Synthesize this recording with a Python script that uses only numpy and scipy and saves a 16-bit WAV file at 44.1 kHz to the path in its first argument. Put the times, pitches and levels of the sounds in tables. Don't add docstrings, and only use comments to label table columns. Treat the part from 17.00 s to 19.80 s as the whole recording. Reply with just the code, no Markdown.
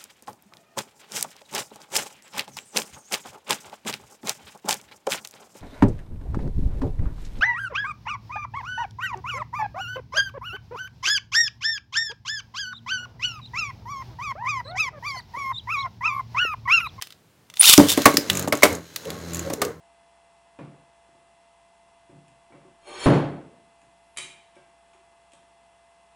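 import sys
import numpy as np
from scipy import signal
from scipy.fft import rfft, irfft
from scipy.io import wavfile

SR = 44100
rng = np.random.default_rng(int(sys.argv[2]) if len(sys.argv) > 2 else 0)


def wrap_up_sound(samples):
    columns = np.atleast_2d(samples).T
    tamed = np.clip(columns, -1, 1)
    steps = np.round(tamed * 32767).astype(np.int16)
    wavfile.write(sys.argv[1], SR, steps)


N = 123479
TIME_S = np.arange(N) / SR

# f/Hz, level/dB
AIR_SPECTRUM = [(15, -54.5), (25, -31.5), (123, -10), (200, -18.5), (775, -25), (16000, -41.5)]
# t/s, level/dB
HANDLING_CLICKS = [(0.014, -37), (0.0224, -22), (0.071, -40.5), (0.105, -43), (.1235, -42.5), (0.5, -40.5),
                   (0.539, -39.5), (0.5708, -33), (0.61, -18), (.630, -15), (.736, -8.5)]
# f/Hz, level/dB
LAUNCHER_SPECTRUM = [(100, -30), (500, -22.5), (1200, -7), (2200, -5), (4000, -1), (7000, -9.5),
                     (16000, -16.5)]
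# f/Hz, lift/dB
HOUSING_PEAKS = [(2050, 5), (3030, 5.5), (3560, 6)]
# t/s, tooth rate/Hz, chatter level/dB
CORD_PULL = [(.555, 303.1, -52), (.604, 446.5, -33.5), (.622, 718.2, -19), (.638, 1079, -14),
             (.657, 1618, -10), (.668, 1875, -12.5), (.678, 1843, -7.5), (.692, 1407, -5),
             (.710, 1227, -7.5), (.720, 1137, -13), (.738, 1183, -5), (.746, 1162, -21.5),
             (.882, 1710, -31), (.898, 1840, -15), (.93, 1783, -20.5), (.965, 1468, -50)]
# f/Hz, level/dB
GEAR_SPECTRUM = [(120, -59.5), (200, -33), (601, -15.5), (950, -6), (1700, -13.5), (2510, -2.5),
                 (3620, 2.5), (9930, -1), (16000, -5.5)]
# multiple of tooth rate, level/dB
WHINE_HARMONICS = [(1, 1), (2, 1.5), (3, -5.5), (4, -12.5)]
# t/s, level/dB re chatter
WHINE_BALANCE = [(.67, -6.5), (.68, -12.5)]
# t/s, f/Hz, level/dB
SQUEAK_GLIDE = [(.593, 8690, -44), (.596, 8670, -14.5), (.602, 9410, -5), (.6045, 9610, -13.5),
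                (.609, 9970, -8.5), (.613, 9940, 3.5), (.6165, 10100, -36)]

# t/s, level/dB, ring f/Hz
RIM_CLACKS = [(0.7777, -7.5, 6200), (1.019, -23.5, 5200), (1.170, -8.5, 5360), (1.299, -13.5, 3400),
              (1.303, -20, 2630), (1.9609, -22, 4000), (2.0533, -36.5, 3500), (2.1035, -28, 3940),
              (2.536, -26, 6900), (2.65, -28.5, 6650)]
# f/Hz, level/dB
RIM_SPECTRUM = [(100, -51.5), (400, -15), (1200, -1.5), (3000, 0.5), (6000, -2.5), (9000, -3),
                (16000, -3.5)]
# t/s, thud/dB, knock/dB, crack/dB, struck spot f/Hz, body ring/dB
STADIUM_BLOWS = [(0.7778, 1.5, -16, -23, 271, -38), (.794, 0, -15.5, -17.5, 229, -40),
                 (0.973, -10, -18.5, -19, 314, -44), (1.055, -4, 0, -3.5, 1115, 0.5),
                 (1.139, -18.5, -37, -25, 365, -23), (1.177, -17, -37, -41, 346, -46),
                 (1.4734, -16, -28.5, -31, 558, -53), (1.523, -15.5, -12.5, -18, 598, -12.5),
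                 (1.622, -22.5, -20.5, -23, 1060, -17), (1.6311, -12, -4, -4, 587, 6),
                 (1.651, -16, -10, -22.5, 571, -15), (2.499, -24.5, -26, -32.5, 577, -43),
                 (2.53, -23, -37, -32.5, 409, -50), (2.616, -21.5, -17, -17.5, 1213, -18.5)]
BLOW_CENTRES_HZ = (287, 1470, 8000)
# f/Hz, band level/dB
SHELL_SPECTRUM = [(30, -1), (70, -17.5), (140, -11), (290, -2), (550, 0), (1150, -1.5), (2200, -5.5),
                  (7000, -2), (16000, -2.5)]
# f/Hz, t60/s
SHELL_DECAY = [(100, 0.044), (1000, 0.04), (10000, 0.034)]
# f/Hz, level/dB
SHELL_TAIL = [(100, -18.5), (1000, -14.5), (10000, -20)]
# f/Hz, level/dB, t60/s
STADIUM_MODES = [(140, -8, .25), (231, -2, .22), (287, 0, .22), (314, -3, .22), (380, -5, .18),
                 (448, -6, .22), (580, -2, .22), (635, -6, .19), (786, -9, .17), (958, -10, .16),
                 (1114, -5, .17), (1556, -12, .13)]
# f/Hz, level/dB, t60/s
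TOP_BODY_MODES = [(1927, -18.5, .06), (2063, -5.5, 0.028), (2191, -1, 0.028)]

# t/s, rumble/dB, scrape/dB, hum/dB
RUN_LEVELS = [(.79, -39, -29, -58), (.83, -19, -33, -36), (1.02, -49, -26, -41), (1.26, -33.5, -37.5, -62),
              (1.315, -32, -32.5, -28), (1.39, -32.5, -30.5, -29.5), (1.45, -29.5, -36.5, -32),
              (1.51, -57, -66, -45), (1.58, -51, -38, -52), (1.73, -25, -34, -38), (1.80, -39, -47, -41),
              (1.87, -53.5, -47.5, -53), (2.03, -43.5, -42, -63), (2.09, -32.5, -40.5, -37),
              (2.24, -39, -41, -41), (2.35, -38, -37, -32.5), (2.47, -32.5, -39, -34),
              (2.57, -40.5, -48, -41.5), (2.68, -30.5, -47, -48.5), (2.80, -52, -64, -45)]
# t/s, rate/Hz
SPIN_RATE = [(.8, 97), (1.38, 93.5), (1.87, 83.4), (2.08, 83.5), (2.25, 85), (2.8, 80)]
# f/Hz, level/dB
RUMBLE_SPECTRUM = [(40, -46.5), (80, 7), (150, -4), (300, 5.5), (480, 3.5), (700, -4), (1150, -6.5),
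                   (2200, -11.5), (4000, -123)]
# f/Hz, level/dB
SCRAPE_SPECTRUM = [(710, -29.5), (1200, -5.5), (1610, 0.5), (2450, -0.5), (5300, -3.5), (6870, -0.5),
                   (8000, -11.5), (12600, -10), (16000, -16)]
# f/Hz, lift/dB
TIP_PEAKS = [(1110, 0.5), (1570, 8), (4040, 9.5)]
# multiple of spin rate, level/dB
HUM_ORDERS = [(1, 0), (1.5, 3.5), (2, 2.5), (2.5, -3), (3, -7), (4, -5.5), (5, -11), (6, -8.5), (7, -9),
              (13, -11)]
# t/s, half-order gain/dB
LURCH = [(1.45, -3.5), (2.1, -12.5)]
# t/s, level/dB
RATTLE_CLICKS = [(1.331, -27.5), (1.352, -24), (1.3719, -21), (1.3948, -21.5), (1.425, -30.5),
                 (1.481, -27.5), (1.552, -29), (1.573, -31), (1.728, -30), (1.751, -31), (2.334, -31.5),
                 (2.346, -28), (2.357, -32), (2.37, -32), (2.3934, -28.5)]
# f/Hz, level/dB
RATTLE_SPECTRUM = [(500, -8), (2500, -7), (5300, -14), (6900, 5), (8000, -6.5), (12000, -9), (16000, -14)]
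# closest contact t/s, length/s, level/dB, f/Hz
WALL_RIDES = [(1.715, 0.066, -31, 493), (2.069, 0.026, -29, 467), (2.492, 0.055, -29, 559),
              (2.648, 0.08, -29, 452)]


def amp(db):
    return 10 ** (np.asarray(db) / 20)


def unit(x):
    return x / np.sqrt(np.mean(x ** 2) + 1e-20)


def at_hz(points, hz):
    points_hz, values = np.transpose(points)
    return np.interp(np.log(hz + 1), np.log(points_hz + 1), values)


def curves(table):
    times_s, *columns = np.transpose(table)
    return [np.interp(TIME_S, times_s, column) for column in columns]


def during(table):
    return (TIME_S > table[0][0]) & (TIME_S < table[-1][0])


def colour(x, spectrum, peaks=(), q=37):
    hz = np.fft.rfftfreq(len(x), 1 / SR)
    lift_db = sum(db / (1 + (q * (hz / peak_hz - 1)) ** 2) for peak_hz, db in peaks)
    return unit(irfft(rfft(x) * amp(at_hz(spectrum, hz) + lift_db), len(x)))


def noise_band(centre_hz, width_hz, size=N):
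    hz = np.fft.rfftfreq(size, 1 / SR)
    bell = np.exp(-2 * ((hz - centre_hz) / width_hz) ** 2)
    return unit(irfft(rfft(rng.standard_normal(size)) * bell, size))


def wander(rate_hz):
    return noise_band(0, 2 * rate_hz)


def sine(cycles):
    return np.sin(2 * np.pi * (cycles + rng.random()))


def fade(t, t60_s):
    return np.exp(-np.log(1000) * t / t60_s)


def place(events):
    out = np.zeros(N)
    for start_s, sound in events:
        part = out[round(start_s * SR):][:len(sound)]
        part += sound[:len(part)]
    return out


def air(level_db=-59):
    return amp(level_db) * colour(rng.standard_normal(N), AIR_SPECTRUM)


def click(spectrum, ring_hz=None, peaks=(), rise_s=0.00031, size=6000):
    t = np.arange(size) / SR
    body = colour(rng.standard_normal(size), spectrum, peaks)
    if ring_hz:
        body = unit(body + noise_band(ring_hz, 0.35 * ring_hz, size))
    tail = amp(-14) * fade(t, t60_s=0.1) * colour(rng.standard_normal(size), spectrum, peaks)
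    return np.minimum(t / rise_s, 1) * (1.985 * fade(t, t60_s=0.02) * body + tail)


def handling():
    return place((s, amp(db) * click(LAUNCHER_SPECTRUM, peaks=HOUSING_PEAKS))
                 for s, db in HANDLING_CLICKS)


def gears(jitter=0.012, flutter_db=2.86):
    tooth_hz, chatter_db = curves(CORD_PULL)
    whine_db = chatter_db + curves(WHINE_BALANCE)[0]
    teeth = np.cumsum(tooth_hz * (1 + jitter * wander(300))) / SR
    bursts = np.exp(-(teeth % 1)) * rng.standard_normal(N) * amp(flutter_db * wander(250))
    chatter = colour(bursts, GEAR_SPECTRUM, HOUSING_PEAKS)
    tones = sum(amp(db + at_hz(GEAR_SPECTRUM, k * tooth_hz)) * np.sin(2 * np.pi * k * teeth)
                for k, db in WHINE_HARMONICS)
    whine = unit(tones * (1 + 0.52 * wander(100)))
    return during(CORD_PULL) * (amp(chatter_db) * chatter + amp(whine_db) * whine)


def squeak():
    hz, db = curves(SQUEAK_GLIDE)
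    return np.sqrt(2) * amp(db) * np.sin(2 * np.pi * np.cumsum(hz) / SR) * during(SQUEAK_GLIDE)


def rim_clacks():
    return place((s, amp(db) * click(RIM_SPECTRUM, ring_hz)) for s, db, ring_hz in RIM_CLACKS)


def blow(levels_db, spot_hz, body_db, contact_s=0.0016, size=16384):
    t = np.arange(size) / SR
    force = list(zip(BLOW_CENTRES_HZ, levels_db))

    def wave(hz, t60_s):
        slowness = np.sqrt(1000 / hz)
        delay_s, rise_s = 0.0014 * slowness, contact_s + 0.00089 * slowness
        age_s = np.maximum(t - delay_s, 0)
        return amp(at_hz(force, hz)) * np.minimum(age_s / rise_s, 1) * fade(age_s, t60_s)

    out = np.zeros(size)
    for hz in np.geomspace(55, 14080, 17):
        early = wave(hz, at_hz(SHELL_DECAY, hz))
        tail = amp(at_hz(SHELL_TAIL, hz)) * wave(hz, t60_s=0.21)
        out += amp(at_hz(SHELL_SPECTRUM, hz) - 3) * (early + tail) * noise_band(hz, hz / 2, size)
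    for hz, db, t60_s in STADIUM_MODES:
        out += amp(db - 10) * wave(hz, t60_s) * sine(hz * t)
    for hz, db, t60_s in TOP_BODY_MODES:
        out += amp(db + body_db) * np.minimum(t / contact_s, 1) * fade(t, t60_s) * sine(hz * t)
    struck_spot = amp(9) * wave(spot_hz, t60_s=0.031) * np.sin(2 * np.pi * spot_hz * t)
    return out + struck_spot


def stadium_blows():
    return place((s, blow(levels_db, spot_hz, body_db))
                 for s, *levels_db, spot_hz, body_db in STADIUM_BLOWS)


def tip_scrape(pressure, grit_per_s=900, spread_db=3.5):
    ticks = (rng.random(N) < grit_per_s / SR) * rng.choice([-1, 1], N)
    strength = amp(spread_db * np.minimum(rng.exponential(1, N), 4))
    grit = unit(signal.fftconvolve(ticks * strength * pressure, click(SCRAPE_SPECTRUM))[:N])
    friction = colour(rng.standard_normal(N) * pressure, SCRAPE_SPECTRUM, TIP_PEAKS)
    return 0.33 * grit + 0.49 * friction


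def imbalance_hum(turns, waver=0.22):
    lurch = amp(curves(LURCH)[0])
    hum = np.zeros(N)
    for order, db in HUM_ORDERS:
        gain = amp(db) * (lurch if order % 1 else 1)
        hum += gain * sine(order * turns) * (1 + waver * wander(4))
    return unit(hum)


def running_top(jitter=0.005, press_depth=0.3):
    rumble_db, scrape_db, hum_db = curves(RUN_LEVELS)
    spin_hz = curves(SPIN_RATE)[0] * (1 + jitter * wander(17))
    turns = np.cumsum(spin_hz) / SR
    pressure = 1 + press_depth * np.cos(2 * np.pi * turns)
    rumble = 0.71 * amp(rumble_db) * colour(rng.standard_normal(N) * pressure, RUMBLE_SPECTRUM)
    scrape = amp(scrape_db) * tip_scrape(pressure)
    hum = amp(hum_db) * imbalance_hum(turns)
    return (rumble + scrape + hum) * (TIME_S > RUN_LEVELS[0][0])


def rattles():
    return place((s, amp(db) * click(RATTLE_SPECTRUM)) for s, db in RATTLE_CLICKS)


def wall_drone(width_hz=91):
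    out = np.zeros(N)
    for centre_s, length_s, db, hz in WALL_RIDES:
        swell = np.exp(-2 * ((TIME_S - centre_s) / length_s) ** 2)
        out += amp(db) * swell * noise_band(hz, width_hz)
    return out


def room(x, level_db=-15, t60_s=0.24, delay_s=0.006, size=16000):
    t = np.arange(size) / SR
    tail = rng.standard_normal(size) * fade(t, t60_s) * (t > delay_s)
    return amp(level_db) * signal.fftconvolve(x, tail / np.linalg.norm(tail))[:N]


def scene():
    launcher = handling() + gears() + squeak()
    top = rim_clacks() + stadium_blows() + running_top() + rattles() + wall_drone()
    direct = launcher + top
    return (direct + room(direct) + air())[None]


def record(dry, drive_db=-0.5, low_cut_hz=69, band_limit_hz=16000):
    clipped = np.clip(dry * amp(drive_db), -1, 1)
    hz = np.fft.rfftfreq(N, 1 / SR)
    thinned = irfft(rfft(clipped) * hz ** 2 / np.hypot(hz ** 2, low_cut_hz ** 2), N)
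    lowpass = signal.firwin(255, band_limit_hz, window=("kaiser", 8), fs=SR)
    return signal.oaconvolve(thinned, lowpass[None], "same")


dry = scene()
out = record(dry)
wrap_up_sound(out)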